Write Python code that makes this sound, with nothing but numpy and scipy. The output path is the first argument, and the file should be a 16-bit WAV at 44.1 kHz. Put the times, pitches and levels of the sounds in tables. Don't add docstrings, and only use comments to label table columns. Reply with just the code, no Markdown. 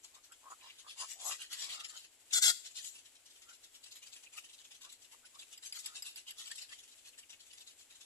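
import sys
import numpy as np
from scipy import signal
from scipy.fft import rfft, irfft, next_fast_len
from scipy.io import wavfile

SR = 44100
rng = np.random.default_rng(int(sys.argv[2]) if len(sys.argv) > 2 else 0)


def pcm_store(signal):
    levels = np.round(np.clip(np.atleast_2d(signal), -1, 1) * 32767)
    wavfile.write(sys.argv[1], SR, levels.astype(np.int16).T)


N = 355357

# [pitch_hz, level_db_per_hz]
AIR = [(45, -110), (110, -109), (165, -123), (250, -108), (700, -109), (1100, -113), (3000, -105),
       (11000, -119), (14000, -118)]
# [pitch_hz, likeness from -1 to 1]
AIR_SAME = [(100, 0.93), (700, 0.59), (2000, 0.32), (4000, 0.054)]
# [pitch_hz, half_width_hz, boost_db]
PORTS = [(7720, 1466, 18), (10760, 1530, 15)]
# [start_s, level_db]
TICKS = [(0.319, -52.5), (1.844, -55), (2.843, -46), (5.575, -51.5), (5.723, -42.5), (5.858, -40),
         (6.022, -41.5), (6.158, -44), (6.305, -44), (6.512, -45)]
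# [peak_s, level_db]
SQUEAKS = [(0.616, -54.5), (0.706, -47.5), (4.27, -52.5), (4.385, -44.5), (5.428, -52.5), (6.938, -60),
           (7.143, -55), (7.238, -55), (7.338, -51)]
# [peak_s, length_s, level_db, base_pitch_hz]
CLUCKS = [(0.179, 0.044, -62, 1100), (0.325, 0.026, -61.5, 1370), (0.476, 0.043, -53, 1056),
          (0.524, 0.035, -49.5, 1130), (0.667, 0.067, -61.5, 1010), (0.878, 0.042, -56, 1120),
          (1.037, 0.051, -48, 1063), (1.283, 0.099, -54, 756), (1.31, 0.078, -47.5, 1080),
          (1.786, 0.17, -57.5, 1190), (1.959, 0.081, -59.5, 1330), (3.518, 0.052, -61.5, 1390),
          (4.384, 0.03, -61.5, 1250), (4.874, 0.05, -61, 1130), (5.148, 0.024, -60.5, 1020),
          (5.248, 0.021, -66, 1430), (5.366, 0.027, -62.5, 1120), (5.776, .014, -58.5, 1330),
          (5.925, 0.078, -63, 1285), (6.52, 0.013, -50.5, 1765), (6.729, 0.03, -57.5, 1880)]
# [start_s, length_s, effort_db, start_brightness_db, end_brightness_db]
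RASPS = [(2.333, 0.053, -27.2, 3, 1.5), (2.425, 0.079, -22.4, 4, -3)]
# [peak_s, level_db]
SOFT_TICKS = [(0.045, -57), (0.151, -59), (0.245, -62), (0.334, -63), (0.409, -76), (0.981, -55),
              (2.648, -57), (2.712, -61), (2.991, -59), (3.06, -59), (3.16, -61.5), (3.265, -60),
              (3.308, -63), (3.363, -61.5), (3.425, -58), (3.498, -57.5), (3.538, -59), (3.643, -57),
              (3.753, -57), (3.843, -57.5), (3.868, -55), (3.922, -55.5), (3.962, -54), (4.031, -55),
              (4.07, -55), (4.131, -56), (4.165, -55.5), (4.24, -58.5), (4.338, -54.5), (4.448, -56.5),
              (4.498, -57.5), (4.54, -58), (4.589, -59), (4.611, -58.5), (4.65, -58), (4.718, -56.5),
              (4.752, -59), (4.82, -55), (4.85, -54), (4.9, -57.5), (4.929, -56.5), (5.025, -62),
              (5.05, -64), (5.124, -57.5), (5.26, -59.5), (5.352, -63.5), (5.398, -54), (5.424, -57.5),
              (5.635, -53.5), (6.698, -57.5), (6.764, -64), (6.793, -55), (6.84, -60), (6.885, -61),
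              (6.922, -61.5), (6.985, -63), (7.058, -56.5), (7.08, -57), (7.188, -54.5), (7.304, -55.5),
              (7.328, -60.5), (7.408, -59), (7.434, -66.5), (7.468, -64), (7.513, -59), (7.539, -58),
              (7.582, -57.5), (7.613, -57), (7.678, -55.5), (7.711, -61.5), (7.795, -63.5), (7.813, -60),
              (7.909, -57), (7.956, -59.5), (8.014, -57)]
# [peak_s, length_s, level_db, brightness_db]
SYLLABLES = [(0.515, 0.034, -54.5, 16), (0.675, 0.12, -57, -5), (0.797, 0.035, -50.5, 2),
             (0.904, 0.054, -46.5, 5.5), (1.015, 0.073, -43, 8), (1.112, 0.052, -45, 8),
             (1.221, 0.065, -45, 8.5), (1.28, 0.073, -40, 14), (1.321, 0.043, -39.5, 0.5),
             (1.419, 0.051, -41.5, 4), (1.53, 0.045, -40.5, -0.5), (1.598, 0.072, -44, 4),
             (1.636, 0.06, -41, 2), (1.704, 0.033, -41, -0.5), (1.739, 0.052, -42, 1),
             (1.806, 0.023, -43, -0.5), (1.849, 0.026, -44, -1), (1.901, 0.04, -47.5, 5),
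             (1.981, 0.081, -50, 1.5), (2.051, 0.032, -55.5, 4), (2.314, 0.016, -47, -1),
             (2.666, 0.037, -46.5, 6), (2.782, 0.057, -42, 6), (2.865, 0.077, -48, 10),
             (2.959, 0.042, -52, 9.5), (4.382, 0.037, -46, 6), (5.534, 0.042, -49.5, 4.5),
             (5.666, 0.048, -47, 8.5), (5.763, 0.06, -46.5, 5), (5.795, 0.024, -45.5, 12),
             (5.862, 0.055, -45, 5), (5.969, 0.049, -43, 5.5), (6.073, 0.053, -43.5, 6.5),
             (6.183, 0.039, -45.5, 6), (6.288, 0.04, -45.5, 3.5), (6.406, 0.063, -45, 4),
             (6.474, 0.058, -46.5, 4.5), (6.519, 0.033, -45.5, 4.5), (6.559, 0.015, -46.5, 9),
             (6.589, 0.032, -46, 4), (6.625, 0.034, -45.5, 3.5), (6.729, 0.04, -49, 3)]
# [pitch_hz, relative_level_db]
BEG_COLOUR = [(250, -24.5), (600, -14.5), (1400, -8), (1900, -4), (2300, -7), (2800, 3), (3700, 1),
              (4400, -4), (7000, -14), (9000, -23), (11500, -18.5), (13000, -50)]
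# [pitch_hz, relative_level_db]
RASP_THROAT = [(330, -32.5), (1100, -15), (1480, -3), (1780, -2), (2050, -2.5), (2450, -10), (3000, -5),
               (3400, 5), (4500, 0), (7500, -6), (11500, -19), (13400, -8), (14200, -15)]
# [gain_db, left_port_lead_s, twig_scatter_db]
RASP_PATH = (-2.6, .00019, -.5)
CLUCK_PATH = (-1.46, -0.00017, 10.3)
TICK_PATH = (-6.5, .00011, 0.83)
SOFT_TICK_PATH = (-2.5, .00013, 4.5)
SYLLABLE_PATH = (-7.5, .00013, 6.1)

EDGE_HZ = 14250
HEAD_SHIFT = .0015
NEST_ECHO_S, NEST_ECHO_S_PER_S = .00135, .0018
RASP_RISE_DB_PER_S, RASP_FALL_DB_PER_S, RASP_EDGE_S = 2000, 1085, .04


def gain_of(db):
    return 10 ** (np.asarray(db) / 20)


def evened(x):
    return x / np.sqrt(np.mean(x ** 2) + 1e-20)


def read(points, hz):
    f, value = np.transpose(points)
    return np.interp(np.log(hz + 1), np.log(f + 1), value)


def add(mix, s, sound):
    start = round(s * SR)
    sound = sound[:, max(-start, 0):]
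    part = mix[:, max(start, 0):][:, :sound.shape[1]]
    part += sound[:, :part.shape[1]]


def coloured(x, curve):
    size = next_fast_len(x.shape[-1])
    gain = gain_of(curve(np.fft.rfftfreq(size, 1 / SR)))
    return irfft(rfft(x, size) * gain, size)[..., :x.shape[-1]]


def wander(size, rate_hz):
    return evened(coloured(rng.standard_normal(size), lambda f: -10 * (f / rate_hz) ** 2))


def resonate(x, hz, width_hz):
    turn = np.exp(2j * np.pi * np.cumsum(hz * np.ones(len(x))) / SR)
    r = np.exp(-np.pi * width_hz / SR)
    return (turn * signal.lfilter([1], [1, -2 * r, r * r], x / turn)).real


def swell(length, rise, blunt, snap=1):
    t = np.arange(-1.5 * length, 2 * length, 1 / SR)
    side_length = length * np.where(t < 0, rise, 1 - rise)
    power = blunt + np.where(t < 0, snap, 0)
    return t, np.exp(-abs(t / side_length) ** power)


def treble(hz):
    return np.clip(np.log2((hz + 1) / 5000), -.6, .4)


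def puffs(size, rate_hz, jitter, leak):
    rate = rate_hz * (1 + jitter * wander(size, rate_hz))
    turns = rng.random() + np.cumsum(rate) / SR
    opening = leak + np.exp(-(turns % 1) / 0.48)
    return evened(opening * rng.standard_normal(size))


def air():
    hz = np.fft.rfftfreq(N, 1 / SR)
    a, b = rfft(rng.standard_normal((2, N)))
    same = np.clip(read(AIR_SAME, hz), -1, 1)
    ports = np.array([a, same * a + np.sqrt(1 - same ** 2) * b])
    ports = ports * gain_of(read(AIR, hz)) * np.sqrt(SR / 2)
    rustle = hz ** 2 / (hz ** 2 + 1500 ** 2)
    floor = irfft(ports * (1 - rustle), N)
    return floor + irfft(ports * rustle, N) * gain_of(1.7 * wander(N, 20))


def scatter(t60):
    t = np.arange(0, t60, 1 / SR)
    hits = rng.random((2, len(t))) < 1 / 8
    tail = rng.standard_normal((2, len(t))) * hits * gain_of(-60 * t / t60)
    return tail / np.linalg.norm(tail, axis=1, keepdims=True)


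def thicket(nest, leaves_db=-14.0, leaves_t60=0.4):
    tail = coloured(scatter(leaves_t60), lambda f: -10 * np.log10(1 + (2100 / (f + 1)) ** 4))
    return nest + gain_of(leaves_db) * signal.fftconvolve(nest, tail, axes=1)[:, :N]


def placed(sound, lead, twigs_db):
    sound = np.pad(sound, (0, 2048))
    t = np.arange(len(sound))
    direct = np.array([sound, np.interp(t - round(lead * SR), t, sound)])
    twigs = signal.fftconvolve(sound[None], scatter(.035), axes=1)[:, :len(t)]
    twigs = coloured(twigs, lambda f: -10 * np.log10(1 + (2700 / (f + 1)) ** 4))
    stretch = HEAD_SHIFT * (t - t.mean())
    twigs = np.array([np.interp(t + way * stretch, t, x) for way, x in zip((1, -1), twigs)])
    return direct + gain_of(twigs_db) * twigs


def tick(s, db, decay=0.0046, glide=0.00746, pop=0.47, crack=0.77):
    t = np.arange(0, .05, 1 / SR)
    drive = rng.standard_normal(len(t))
    snap = crack * evened(coloured(drive, lambda f: read(BEG_COLOUR, f)))
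    for hz, ring_db in [(4900, 2.5), (7700, -9.0), (11300, -8.0)]:
        ring = resonate(drive, hz * rng.uniform(0.96, 1.04), 480)
        snap = snap + gain_of(ring_db) * evened(ring)
    cavity = evened(resonate(drive, 1400 + 3000 * np.exp(-t / glide), 270))
    sound = snap * np.exp(-t / decay) + pop * cavity * np.exp(-t / (2 * decay))
    onset = 1 - np.exp(-t / 0.0018)
    return s, gain_of(db + 4.5) * sound * onset


def squeak(s, db, length=.019, hz=2700, fall_per_s=7):
    t, bell = swell(length, rise=0.54, blunt=2.7)
    ring = resonate(rng.standard_normal(len(t)), hz * np.exp(-fall_per_s * t), 680)
    return s + t[0], gain_of(db) * bell * evened(ring)


def cluck(s, length, db, hz, skirt=0.38, chest_ring=0.23, upper_ring=0.11):
    t, bell = swell(length, rise=0.7, blunt=1.47, snap=0)
    turns = rng.random() + np.cumsum(100 * (1 + .5 * wander(len(t), 140))) / SR
    flaps = np.diff(np.floor(turns), prepend=0)
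    drive = evened(flaps * rng.uniform(.5, 1, len(t))) + .7 * rng.standard_normal(len(t))
    pitch = hz * np.exp(.08 * np.tanh(1.5 * t / length + .3))
    note = evened(resonate(drive, pitch, 273))
    note = note + chest_ring * evened(resonate(drive, .68 * pitch, 650))
    note = note + upper_ring * evened(resonate(drive, 1.4 * pitch, 350))
    breath = evened(coloured(drive, lambda f: -13 * np.log2((f + 1) / hz) ** 2))
    voice = coloured(note + skirt * breath, lambda f: -10 * np.log10(1 + (420 / (f + 1)) ** 6))
    return s + t[0], gain_of(db) * bell * evened(voice)


def rasp(s, length, db, open_db, closed_db, ring=0.18, chest=0.051):
    t = np.arange(-RASP_EDGE_S, length + RASP_EDGE_S, 1 / SR)
    rise_db = RASP_RISE_DB_PER_S * np.minimum(t, 0)
    fall_db = RASP_FALL_DB_PER_S * np.maximum(t - length, 0)
    effort_db = db + rise_db - fall_db
    bright_db = np.interp(t, [0, length], [open_db, closed_db])
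    drive = puffs(len(t), rate_hz=420, jitter=0.3, leak=0.35)
    voice = evened(coloured(drive, lambda f: read(RASP_THROAT, f)))
    echo = np.interp(t - NEST_ECHO_S - NEST_ECHO_S_PER_S * t, t, voice)
    voice = evened(voice + .4 * echo)
    throat_hz = np.interp(t, [0, length], [1600, 1410])
    voice = voice + ring * evened(resonate(drive, throat_hz, 210))
    growl = np.clip(t / 0.057, 0, 1) ** 2 * evened(resonate(drive, 765, 550))
    voice = voice + chest * growl
    high = coloured(voice, lambda f: -10 * ((f - 7400) / 1500) ** 2)
    return s + t[0], gain_of(effort_db - 6.5) * (voice + (gain_of(bright_db) - 1) * high)


def soft_tick(s, db):
    return syllable(s, length=.03, db=db, bright_db=4.5, rise=0.36, ring=0.26)


def syllable(s, length, db, bright_db, rise=0.46, ring=0.24):
    t, bell = swell(length, rise, blunt=1.06)
    drive = puffs(len(t), rate_hz=270, jitter=.35, leak=.25)
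    size, cavity = np.exp(rng.uniform(-1.17, 1, 2) * [.06, .2])
    ripple_db = 2.6 * wander(SR // 2, SR / 450)

    def throat_db(f):
        return read(BEG_COLOUR, f * size) + np.interp(f, np.arange(SR // 2), ripple_db)

    breath = evened(coloured(drive, throat_db))
    chirp_hz = 2900 * cavity * np.exp(-.32 * np.tanh(t / 0.013))
    rings = evened(resonate(drive, chirp_hz, 280))
    voice = coloured(evened(breath + ring * rings), lambda f: bright_db * treble(f))
    return s + t[0], gain_of(db + wander(len(t), 67)) * bell * voice


def scene():
    nest = np.zeros((2, N))
    layers = ((tick, TICKS, TICK_PATH), (squeak, SQUEAKS, TICK_PATH),
              (cluck, CLUCKS, CLUCK_PATH), (rasp, RASPS, RASP_PATH),
              (soft_tick, SOFT_TICKS, SOFT_TICK_PATH), (syllable, SYLLABLES, SYLLABLE_PATH))
    for source, rows, (path_db, lead, twigs_db) in layers:
        for row in rows:
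            s, sound = source(*row)
            add(nest, s, gain_of(path_db) * placed(sound, lead, twigs_db))
    return thicket(nest) + air()


def record(dry):
    heard = np.array([coloured(x, lambda f: db / (1 + ((f - hz) / width) ** 2))
                      for x, (hz, width, db) in zip(dry, PORTS)])
    low_pass = signal.firwin(511, EDGE_HZ, window=("kaiser", 9), fs=SR)
    return signal.oaconvolve(heard, low_pass[None], "same")


dry = scene()
out = record(dry)
pcm_store(out)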